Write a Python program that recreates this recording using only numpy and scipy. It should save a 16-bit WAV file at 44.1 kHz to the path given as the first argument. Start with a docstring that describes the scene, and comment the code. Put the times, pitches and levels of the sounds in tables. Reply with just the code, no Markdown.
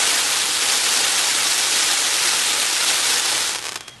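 """Firework wheel in a forest clearing

A wheel spins on a steel mast: its jets hiss and flutter, full of bursting sparks. Each pop comes
twice, direct and off the ground, and the trees scatter a faint tail. At 3.5 s the fuel runs out into
a few last pops. A thin squeal, probably the pivot, and a low hum like mains power are left."""
import sys
import numpy as np
from scipy import signal
from scipy.fft import rfft, irfft
from scipy.io import wavfile
from scipy.ndimage import map_coordinates

SR = 44100
rng = np.random.default_rng(int(sys.argv[2]) if len(sys.argv) > 2 else 0)


def master(y):
    """Save y as 16-bit WAV."""
    cut = np.clip(np.atleast_2d(y).T, -1, 1)
    pcm = np.round(cut * 32767)  # scale
    wavfile.write(sys.argv[1], SR, pcm.astype(np.int16))


N = 176400  # 4 seconds
T = np.arange(N) / SR

# How hard the jets push. Each row: time in seconds, level in dB.
THRUST = [(0.0, -18), (0.15, -19), (0.57, -21), (0.68, -18.5), (0.84, -20), (0.85, -18.5), (1.49, -20),
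          (1.53, -17.5), (1.65, -21), (1.73, -18.5), (2.1, -20), (2.3, -19), (2.79, -21), (2.81, -18.5),
          (2.87, -20), (2.89, -17.5), (3.02, -21), (3.07, -18.5), (3.19, -19.5), (3.21, -21.5),
          (3.3, -19.5), (3.5, -23)]
# The push fading as the fuel runs out. Each row: time in seconds, level in dB.
DYING_THRUST = [(3.555, -28.5), (3.6, -35), (3.635, -36.5), (3.66, -31), (3.705, -41.5), (3.765, -41.5),
                (3.795, -51), (3.89, -49), (4.0, -52)]
# The tone of the jets. Each row: frequency in Hz, relative level in dB.
JET_TONE = [(35, -61), (60, -29), (111, -21), (181, -17.5), (295, -7.5), (393, -10.5), (479, -6.5),
            (624, -8), (870, -3.5), (1110, -5.5), (1270, -2), (2460, -2), (3660, 0.5), (9050, -3.5),
            (11000, -7.5), (11800, -10.5), (15300, -52), (22000, -120)]
# How long the trees echo. Each row: frequency in Hz, seconds to fade by 60 dB.
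TREE_FADE = [(200, 0.7), (1500, 1.26), (4000, 0.65), (11000, 0.3)]
# The two notes of the hum. Each row: pitch in Hz, base level in dB.
HUM_NOTES = [(57, -68.5), (119.6, -58)]
# How the hum swells and sinks. Each row: time in seconds, dB added to the base level.
HUM_SWELL = [(0, -4), (2.1, -4.5), (2.35, 2), (2.6, -3), (3.15, -3), (3.35, 5), (3.65, -3.5), (4.0, 5)]
# The tone of the outdoor air. Each row: frequency in Hz, relative level in dB.
AIR_TONE = [(20, -15), (60, -4.5), (130, 0), (230, -1.5), (380, -6), (600, -4), (1200, -9.5), (3000, -8),
            (7000, -20), (12000, -30)]
# Loud single pops. Each row: start in seconds, relative level in dB.
LOUD_POPS = [(0.2666, -8), (0.7034, -7), (.9274, -3), (1.0426, -6), (2.167, -5), (2.3667, -6), (2.5377, 1),
             (2.8297, -14), (2.9635, -7), (2.983, -14), (3.3795, -1), (3.494, -2), (3.5487, -4),
             (3.5499, -4), (3.5576, -1.5), (3.5616, -5), (3.586, -6), (3.5919, -7), (3.6169, -11),
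             (3.6262, -8), (3.642, -6), (3.6436, -13), (3.654, -4), (3.661, -9), (3.6673, -4),
             (3.6693, -11), (3.6797, -10), (3.6855, -6), (3.693, -6), (3.692, -5), (3.7137, -14),
             (3.7162, -15), (3.7213, -5), (3.731, -11), (3.7434, -11), (3.7569, -10), (3.758, -2.5),
             (3.7609, -3.5), (3.7634, -17), (3.7745, -10.5), (3.8082, -8.5), (3.879, -19), (3.8821, -9),
             (3.892, -22)]
# The tone of a pop. Each row: frequency in Hz, relative level in dB.
POP_TONE = [(50, -30), (150, -6), (300, -4.5), (550, -1), (1200, 0.5), (2500, -1.5), (5000, -2),
            (8000, -5.5), (11500, -11.5), (14000, -25)]
# The notes of the squeal. Each row: start and end in seconds, pitch in Hz, level at the end in dB.
SQUEAL_NOTES = [(3.765, 3.945, 3268, -46.5), (3.825, 3.95, 6270, -60)]

GROUND_LAG_S, GROUND_SWING_S = 0.0024, 0.000288  # the ground echo lags more as a jet swings up


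def amp(db):
    """Turns decibels into a number to multiply by."""
    return 10 ** (np.asarray(db) / 20)


def unit(x):
    """Scales a signal to an average (rms) level of 1."""
    return x / np.sqrt(np.mean(x ** 2) + 1e-20)


def look_up(table, hz):
    """Reads between the rows of a frequency table, giving each octave equal room."""
    row_hz, value = np.transpose(table)
    return np.interp(np.log(hz + 1), np.log(row_hz + 1), value)


def colour(x, tone):
    """Filters a sound to follow a tone table; the filter rings only after a hit, never before."""
    hz = abs(np.fft.fftfreq(4096, 1 / SR))
    log_gain = np.log(amp(np.maximum(look_up(tone, hz), -100)))
    taps = np.fft.ifft(np.exp(np.conj(signal.hilbert(log_gain)))).real
    return signal.oaconvolve(x, taps[:len(taps) // 2])[:N]


def wander(fastest_hz, slowest_hz=6):
    """A random wobble of average size 1, mostly between two speeds."""
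    hz = np.fft.rfftfreq(N, 1 / SR)
    shape = hz / (hz + slowest_hz) / np.sqrt((1 + hz / 10) * (1 + (hz / fastest_hz) ** 4))
    return unit(irfft(rfft(rng.standard_normal(N)) * shape, N))


def echoes(x, fade_seconds):
    """Many echoes blur into a tail that drops 60 dB in fade_seconds(hz)."""
    hz, t, bands = signal.stft(rng.standard_normal(SR), SR, nperseg=256)
    fade = amp(-60 * t / fade_seconds(hz)[:, None])
    tail = signal.istft(bands * fade, SR, nperseg=256)[1]
    return signal.fftconvolve(x, tail / np.linalg.norm(tail))[:N]


def gas(patch_hz=914, patch_s=0.022, patch_db=1.37):
    """Swirling gas hisses; its frequency bands flare and fade in short patches."""
    hz, t, bands = signal.stft(rng.standard_normal(N), SR, nperseg=256)
    random_grid = rng.standard_normal((200, 1000))
    places = np.meshgrid(hz / patch_hz, t / patch_s, indexing="ij")
    patches = unit(map_coordinates(random_grid, places, order=1, mode="wrap"))
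    hiss = signal.istft(bands * amp(patch_db * patches), SR, nperseg=256)[1][:N]
    return unit(colour(hiss, JET_TONE))


def sparks(thrust_db, full_db=-19, full_per_s=2600, spread_db=3):
    """Thousands of tiny bursts a second, a few of them large; they thin out as the thrust drops."""
    sizes = amp(spread_db * np.minimum(rng.exponential(1, N), 3.86))
    share = amp(0.9 * (thrust_db - full_db))
    bursting = rng.random(N) < share * full_per_s / SR
    spikes = -sizes / np.sqrt(share) * bursting  # steady power here; wheel() sets the loudness
    return unit(colour(spikes, JET_TONE))


def wheel(turns_per_s=8.4, flutter_db=0.58, ground_gain=0.24):
    """Gas and sparks follow the fluttering thrust; the ground echo sweeps as the wheel turns."""
    thrust_db = np.interp(T, *np.transpose(list(THRUST) + list(DYING_THRUST)))
    thrust_db += flutter_db * wander(fastest_hz=44.5)
    jets = amp(thrust_db) * (amp(-2) * gas() + amp(-4) * sparks(thrust_db))
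    lag_s = GROUND_LAG_S + GROUND_SWING_S * np.sin(2 * np.pi * turns_per_s * T)
    ground_echo = map_coordinates(jets, [np.arange(N) - lag_s * SR], order=3, mode="mirror")
    return jets + ground_gain * ground_echo


def trees(firework):
    """The trees scatter the sound back as a faint tail."""
    return amp(-16.5) * echoes(firework, lambda hz: look_up(TREE_FADE, hz))


def hum(waver_radians=0.55, flicker_db=2):
    """A low hum wavers in pitch and level."""
    notes = np.zeros(N)
    for hz, db in HUM_NOTES:
        phase = 2 * np.pi * hz * T + waver_radians * wander(fastest_hz=8)
        notes += amp(db) * unit(np.sin(phase))
    level_db = np.interp(T, *np.transpose(HUM_SWELL)) + flicker_db * wander(fastest_hz=12)
    return amp(level_db) * notes


def air():
    """The outdoor air makes a quiet, steady rush."""
    return amp(-47.5) * unit(colour(rng.standard_normal(N), AIR_TONE))


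def pops(ground_gain=0.46, scatter_s=0.06):
    """Larger grains burst as sharp spikes, echo off the ground and scatter off the mast and lawn."""
    spikes = np.zeros(N)
    heights = rng.uniform(-1, 1, len(LOUD_POPS))  # from the bottom of the wheel to the top
    for (start, db), height in zip(LOUD_POPS, heights):
        echo_start = start + GROUND_LAG_S + GROUND_SWING_S * height
        spikes[round(start * SR)] -= amp(db)
        spikes[round(echo_start * SR)] -= ground_gain * amp(db)
    bangs = amp(7.5) * colour(spikes, POP_TONE)
    return bangs + amp(-7) * echoes(bangs, lambda hz: np.full(len(hz), scatter_s))


def squeal(rise_s=0.015, fall_s=0.012, growth_db_per_s=20):
    """Metal rings at two unrelated pitches that swell slowly and let go."""
    notes = np.zeros(N)
    for start, end, hz, db in SQUEAL_NOTES:
        swell = amp(db + growth_db_per_s * np.minimum(T - end, 0))
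        fade_in = np.clip((T - start) / rise_s, 0, 1)
        fade_out = np.exp(-np.maximum(T - end, 0) / fall_s)
        notes += np.sqrt(2) * swell * fade_in * fade_out * np.sin(2 * np.pi * hz * T)
    return notes


def scene():
    """Everything is heard from straight ahead, alike in both channels."""
    firework = wheel() + pops()
    mono = firework + trees(firework) + hum() + air() + squeal()
    return np.array([mono, mono])


def record(dry, cutoff_hz=11990):
    """Cuts off the highest treble steeply."""
    low_pass = signal.firwin(601, cutoff_hz, window=("kaiser", 9), fs=SR)
    return signal.oaconvolve(dry, low_pass[None], "same")


dry = scene()
out = record(dry)
master(out)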